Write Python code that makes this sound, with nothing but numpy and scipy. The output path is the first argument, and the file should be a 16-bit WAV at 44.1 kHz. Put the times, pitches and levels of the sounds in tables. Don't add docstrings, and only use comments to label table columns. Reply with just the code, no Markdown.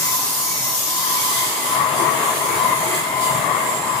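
import sys
import numpy as np
from scipy import signal
from scipy.fft import rfft, irfft, next_fast_len
from scipy.io import wavfile
from scipy.ndimage import uniform_filter1d, map_coordinates

SR = 44100
rng = np.random.default_rng(int(sys.argv[2]) if len(sys.argv) > 2 else 0)


def to_wav(s):
    ch = np.atleast_2d(s).T
    pcm = np.round(np.clip(ch, -1, 1) * 32767)
    wavfile.write(sys.argv[1], SR, pcm.astype(np.int16))


N = 176400

# f/Hz, coherence
COHERENCE = [(60, 0.63), (120, 1), (200, 0.91), (380, 0.72), (700, 0.64), (1250, 0), (2400, 0.015),
             (15000, 0.11)]
# f/Hz, level/dB
HALL_SPECTRUM = [(40, -48), (120, -15), (200, 11.5), (320, 12.5), (460, -8), (700, -28), (1500, -50),
                 (4000, -58)]
SPLASH_SPECTRUM = [(1500, -25), (2600, -8), (3200, 11), (4000, 4), (5000, 9), (5800, -5), (8000, -47)]
# t/s, level/dB
SPLASH_LEVEL = [(0, -40.5), (.7, -42), (1.05, -31.5), (1.4, -30.5), (1.6, -35), (1.8, -38.5), (2.0, -71),
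                (3.1, -67), (3.24, -33), (3.36, -61), (4, -46)]
SIZZLE_LEVEL = [(0, -57), (.9, -38), (1.3, -40), (1.7, -43), (2.2, -48), (2.7, -53), (2.95, -30),
                (3.12, -47), (3.27, -32.5), (3.5, -40.5), (3.75, -30.5), (4, -37)]
# t/s, share of spray power heard from aside (0-1)
TURN = [(0, 0), (1.0, 0), (1.42, 0.53), (1.6, 0.87), (1.85, 1), (4, 0.98)]
# t/s, level/dB, pan/dB
SPRAY_LEVEL_PAN = [(0, -23.5, 0), (.56, -24.5, -0.5), (.92, -24.5, 1), (1.39, -23, -3.5),
                   (1.57, -26.5, -5.5), (1.73, -25, -5.5), (1.86, -30, -7.5), (2.0, -25.5, -7.5),
                   (2.08, -29, -6), (2.23, -25.5, -8), (2.72, -27.5, -6.5), (2.96, -25.5, -9),
                   (3.14, -31.5, -7.5), (3.25, -24.5, -8.5), (3.48, -32, -6.5), (3.65, -29, -9.5),
                   (3.82, -31, -11.5), (4, -30, -8.5)]
# f/Hz, level/dB
SPRAY_FACING = [(1000, -18), (2600, -6), (3300, -4), (3900, -1.5), (5000, 2), (6400, 5.5), (8200, 1),
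                (9300, 2), (10100, 2), (12500, 6), (14000, 3), (15100, -0.5), (15600, -15)]
SPRAY_ASIDE = [(1000, -22.5), (3200, 0), (4800, -2), (5750, -6), (6400, 0), (7500, -0.5), (8400, -2),
               (9900, 4), (11300, 1), (13000, -4.5), (14100, -3.5), (15500, -8)]
# f/Hz, pan/dB
EARS_FACING = [(3000, -0.5), (5000, 3.5), (6100, 4.5), (7600, -4.5), (9200, -1.5), (10700, 1.5),
               (13000, 5.5), (15000, 2)]
EARS_ASIDE = [(3000, 7.5), (5600, 6.5), (6600, 3.5), (7600, -3.5), (9000, 3.5), (10300, 8.5), (11300, 6),
              (13000, 10), (15000, 0.5)]
# t/s, level/dB
DRIVE_LEVEL = [(0, -41.5), (.35, -49), (.6, -44.5), (1.15, -50), (1.42, -41), (1.58, -52.5), (1.76, -37.5),
               (2.15, -40), (2.32, -45), (2.6, -34), (3.05, -40.5), (3.38, -33.5), (3.62, -41.5), (4, -36)]
PULLEY_LEVEL = [(0, -53), (.6, -52), (.74, -40), (.85, -49), (1.6, -47), (1.88, -32), (2.2, -35),
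                (2.6, -33), (2.94, -29.5), (3.05, -35), (3.25, -34.5), (3.5, -36.5), (3.69, -31.5),
                (3.85, -43), (4, -42)]
# f/Hz, level/dB
FRAME_SPECTRUM = [(20, -44), (42, -44), (60, -33), (80, -10), (105, -4.5), (130, 1.5), (155, 3),
                  (195, -4.5), (300, -13.5), (600, -36.5)]
HUM_TONES = [(59.2, -21.5), (134.6, -10)]
# t/s, level/dB, pan/dB
ROAR_LEVEL_PAN = [(0, -36, 1), (.45, -39, 1), (.68, -37.5, -1.5), (.83, -39, 3), (1.1, -35, 2),
                  (1.5, -34, 2), (1.8, -29.5, 6), (2.04, -27, 7), (2.15, -29, 7.5), (2.26, -25.5, 5),
                  (2.38, -30.5, 6.5), (2.55, -28, 6), (2.8, -30.5, 6), (2.94, -28, 6.5), (3.1, -32.5, 6),
                  (3.35, -29.5, 6), (3.55, -28, 8), (3.72, -29.5, 3), (4, -31, 7)]
# t/s, level/dB
BOOM_LEVEL = [(0, -60), (1.85, -53), (2.0, -28.5), (2.3, -39.5), (2.55, -31), (2.75, -56), (2.9, -31),
              (3.1, -47), (4, -58)]
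# f/Hz, level/dB
ROAR_SPECTRUM = [(60, -34), (150, -18), (250, -5), (380, -2), (520, -2.5), (660, 1), (770, -1), (900, 5),
                 (1180, 3.5), (1450, -6), (1700, -4), (2000, -5.5), (2400, -9), (3400, -14.5),
                 (6000, -39.5), (12000, -44)]
BOOM_SPECTRUM = [(220, -17), (340, 16), (430, 14), (520, 1), (640, -21)]
RASP_SPECTRUM = [(700, -40), (1150, 6), (1300, 0), (1500, -16.5), (1900, 11), (2500, -16), (3300, -19),
                 (5000, -55)]
PULLEY_HZ = [640.6, 667]
MAIN_HZ = [1017.5, 1055]
TIGHT_HZ = [1129.5]
UPPER_HZ = [2035, 2123, 2257, 3182]
# core level/dB, skirt level/dB, skirt half-width/Hz, pan/dB
PULLEY_MODES = [(-1.7, -6.5, 18, 0), (-14, -16, 30, -3)]
MAIN_MODES = [(-2, -7.5, 45, 0.5), (-15.5, -11.5, 25, -4)]
TIGHT_MODES = [(-5.5, -4, 110, 6)]
UPPER_MODES = [(-9, -1.5, 85, 3), (-7, -4.5, 35, 0), (-14, -10, 25, -1), (-18, -13, 30, -3)]
# t/s, level/dB, pan/dB
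MAIN_LEVEL_PAN = [(0, -32, -4), (.06, -27.5, -7), (.2, -29, -5), (.32, -32.5, -1), (.46, -31.5, 0),
                  (.6, -39, -2), (.7, -28, -2), (.82, -41, 0), (.9, -31, 0), (.98, -27, 1), (1.12, -26, 0),
                  (1.24, -24, -5), (1.34, -31, 0), (1.42, -27, 7), (1.55, -34, 3), (1.7, -26, 5),
                  (1.82, -22, 6), (1.97, -24, 6), (2.06, -21.5, 7), (2.2, -37, 5), (2.29, -23.5, 6),
                  (2.37, -30, 5), (2.47, -24, 6), (2.55, -25, 5), (2.65, -22.5, 5), (2.8, -25, 6),
                  (2.92, -35, 1), (3.0, -27, 5), (3.12, -30, 5), (3.2, -23.5, 10), (3.27, -22.5, 8),
                  (3.37, -24.5, 7), (3.45, -38, 3), (3.52, -25, 8), (3.7, -25.5, 5), (3.8, -36, 3),
                  (3.86, -33, 4), (3.91, -22, 9), (3.96, -33, 5), (4, -25, 9)]
# t/s, level/dB
TIGHT_LEVEL = [(0, -32), (.2, -49), (.42, -37), (.6, -55), (.85, -49), (1.05, -34.5), (1.45, -34),
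               (1.6, -34.5), (1.8, -21), (1.95, -29), (2.08, -22), (2.2, -29.5), (2.5, -29), (2.66, -30),
               (2.95, -39), (3.2, -49), (3.4, -31), (3.52, -20), (3.68, -36), (3.8, -32), (4, -30)]
UPPER_LEVEL = [(0, -42), (.3, -48), (.55, -43), (.8, -50), (1.05, -44), (1.43, -37), (1.6, -40),
               (2.1, -34.5), (2.45, -38), (2.7, -34), (2.93, -31), (3.1, -35.5), (3.55, -33), (3.75, -42),
               (4, -37)]
# t/s, width/s, f/Hz, peak level/dB
SQUEALS = [(.07, .13, 2035, -39), (.08, .1, 2257, -39), (.54, .17, 2257, -39), (.65, .1, 2035, -40),
           (.9, .09, 2257, -43), (1.05, .09, 2035, -39), (1.19, .07, 2257, -37), (1.37, .18, 2035, -33),
           (1.43, .12, 2123, -37), (1.55, .09, 2257, -39), (1.64, .1, 2035, -38), (2.53, .12, 2257, -37),
           (2.73, .17, 2035, -32), (2.97, .12, 2035, -33), (3.1, .14, 2123, -36), (3.58, .09, 2123, -35)]
# t/s, boost/dB
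CATCHES = [(2.055, 3), (2.642, 3), (2.725, 5), (3.567, 3), (3.685, 3), (3.72, 4.5)]

HALL_DB, TOP_HZ, EAR_LAG_RAD = -47.5, 15600, 1.5
SIZZLE_HZ, SIZZLE_WIDTH_HZ, SIZZLE_PAN_DB = 7470, 280, -13
SQUEAL_DB, SQUEAL_RASP_DB, SQUEAL_WIDTH_HZ = 1.7, -3, 35
LOW_FADE_DB, UPPER_FADE_DB, FADES_PER_S = 0.7, 5, 11
CHATTER_DB, CHATTER_PER_S, CATCH_S, RASP_DB = 1.5, 52, 0.034, -11
WIRE_SHIFT_DB = -1.5


def amp(db):
    return 10 ** (np.asarray(db) / 20)


def unit(x):
    return x / np.sqrt(np.mean(np.abs(x) ** 2) + 1e-20)


def along(points, hz):
    f, values = np.transpose(points)
    return np.interp(np.log(hz + 1), np.log(f + 1), values)


def spectrum(points):
    return lambda hz: amp(along(points, hz))


def curves(rows):
    times, *columns = np.transpose(rows)
    return [np.interp(np.arange(N) / SR, times, column) for column in columns]


def wobble(rate):
    return map_coordinates(rng.standard_normal(2048), [np.arange(N) * rate / SR], mode="wrap")


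def swell(centre_s, width_s):
    return np.cos(np.pi / 2 * np.clip((np.arange(N) / SR - centre_s) / width_s, -1, 1)) ** 2


def filtered(x, response):
    size = next_fast_len(N + SR // 4)
    return irfft(rfft(x, size) * response(np.fft.rfftfreq(size, 1 / SR)), size)[..., :N]


def panned(db):
    gains = amp(np.array([db, -db]) / 2)
    return gains / np.sqrt(np.mean(gains ** 2, axis=0))


def diffuse(response, patchy_db=None, patch_bins=4, patch_frames=6):
    pair = rng.standard_normal((2, N))
    if patchy_db is not None:
        cells = signal.stft(pair, nperseg=1024)[2]
        field = uniform_filter1d(rng.standard_normal(cells.shape[1:]), patch_bins, axis=0)
        field = uniform_filter1d(field, patch_frames, axis=1)
        patches = np.minimum(unit(field), 1.3)
        pair = signal.istft(cells * amp(patchy_db * patches), nperseg=1024)[1][:, :N]

    def mid_side(hz):
        angle = np.arccos(np.clip(along(COHERENCE, hz), -1, 1)) / 2
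        return response(hz) * np.array([np.cos(angle), np.sin(angle)])

    mid, side = filtered(pair, mid_side)
    return unit(np.array([mid + side, mid - side]))


def tone(hz, drift_hz, lag=0):
    cycles = np.cumsum(hz + drift_hz * wobble(12)) / SR + rng.random()
    return np.sqrt(2) * np.sin(2 * np.pi * cycles - lag)


def ringing(hz):
    return tone(hz, drift_hz=2.5, lag=np.array([[0], [EAR_LAG_RAD]]))


def skirt(hz, width_hz):
    return diffuse(lambda f: 1 / (1 + ((f - hz) / width_hz) ** 2))


def singing(pitches, modes, pan_db, fade_db):
    sound = np.zeros((2, N))
    for hz, (core_db, skirt_db, width_hz, shift_db) in zip(pitches, modes):
        core = ringing(hz) * unit(amp(fade_db * wobble(FADES_PER_S)))
        mode = amp(core_db) * core + amp(skirt_db) * skirt(hz, width_hz)
        sound += mode * panned(pan_db + shift_db)
    return sound


def hall():
    return amp(HALL_DB) * diffuse(spectrum(HALL_SPECTRUM))


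def splash():
    slaps = diffuse(spectrum(SPLASH_SPECTRUM), patchy_db=2.5)
    return amp(curves(SPLASH_LEVEL)[0]) * slaps * panned(3.3)[:, None]


def hiss(colour, ears):
    noise = diffuse(spectrum(colour), patchy_db=4.2, patch_bins=2, patch_frames=14)
    return unit(filtered(noise, lambda hz: panned(along(ears, hz))))


def spray():
    level_db, pan_db = curves(SPRAY_LEVEL_PAN)
    turn, = curves(TURN)
    facing = np.sqrt(1 - turn) * hiss(SPRAY_FACING, EARS_FACING)
    aside = np.sqrt(turn) * hiss(SPRAY_ASIDE, EARS_ASIDE)
    broadband = amp(level_db + 3.0) * (facing + aside) * panned(pan_db)
    sizzle = amp(curves(SIZZLE_LEVEL)[0]) * skirt(SIZZLE_HZ, SIZZLE_WIDTH_HZ)
    flutter = amp(0.35 * wobble(29.4))
    return (broadband + sizzle * panned(SIZZLE_PAN_DB)[:, None]) * flutter


def drive(pan_db):
    level_db, = curves(DRIVE_LEVEL)
    rumble = diffuse(spectrum(FRAME_SPECTRUM), patchy_db=-1.5)
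    hum = sum(amp(db) * tone(hz, drift_hz=0.77) for hz, db in HUM_TONES)
    return amp(level_db + 0.5) * (rumble + hum) * panned(0.91 * pan_db)


def pulleys(pan_db):
    return amp(curves(PULLEY_LEVEL)[0]) * singing(PULLEY_HZ, PULLEY_MODES, pan_db, LOW_FADE_DB)


def grinding():
    level_db, pan_db = curves(ROAR_LEVEL_PAN)
    roar = diffuse(spectrum(ROAR_SPECTRUM), patchy_db=2.6, patch_bins=2, patch_frames=8)
    flutter_db = 0.72 * wobble(40)
    boom = amp(curves(BOOM_LEVEL)[0]) * diffuse(spectrum(BOOM_SPECTRUM))
    return (amp(level_db + 4.5 + flutter_db) * roar + boom) * panned(pan_db)


def squeals(pan_db):
    voices = {hz: unit(ringing(hz) + amp(SQUEAL_RASP_DB) * skirt(hz, SQUEAL_WIDTH_HZ))
              for hz in UPPER_HZ}
    rings = sum(amp(db) * swell(at_s, width_s) * voices[hz] for at_s, width_s, hz, db in SQUEALS)
    return amp(SQUEAL_DB) * rings * panned(pan_db + WIRE_SHIFT_DB)


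def wires(pan_db):
    wire_pan_db = pan_db + WIRE_SHIFT_DB
    main_db, main_pan_db = curves(MAIN_LEVEL_PAN)
    tight_db, = curves(TIGHT_LEVEL)
    upper_db, = curves(UPPER_LEVEL)
    main = amp(main_db + 1.0) * singing(MAIN_HZ, MAIN_MODES, main_pan_db, LOW_FADE_DB)
    tight = amp(tight_db + 1.0) * singing(TIGHT_HZ, TIGHT_MODES, wire_pan_db, LOW_FADE_DB)
    upper = amp(upper_db) * singing(UPPER_HZ, UPPER_MODES, wire_pan_db, UPPER_FADE_DB)
    rasp = amp(tight_db + RASP_DB) * diffuse(spectrum(RASP_SPECTRUM)) * panned(pan_db)
    catch_db = sum(db * swell(at_s, CATCH_S) for at_s, db in CATCHES)
    chatter = unit(amp(CHATTER_DB * wobble(CHATTER_PER_S)))
    return (main + tight + upper + rasp) * amp(catch_db) * chatter


def scene():
    _, pan_db = curves(ROAR_LEVEL_PAN)
    saw = wires(pan_db) + squeals(pan_db) + grinding() + pulleys(pan_db) + drive(pan_db)
    return saw + spray() + splash() + hall()


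def record(dry):
    return filtered(dry, lambda hz: hz < TOP_HZ)


dry = scene()
out = record(dry)
to_wav(out)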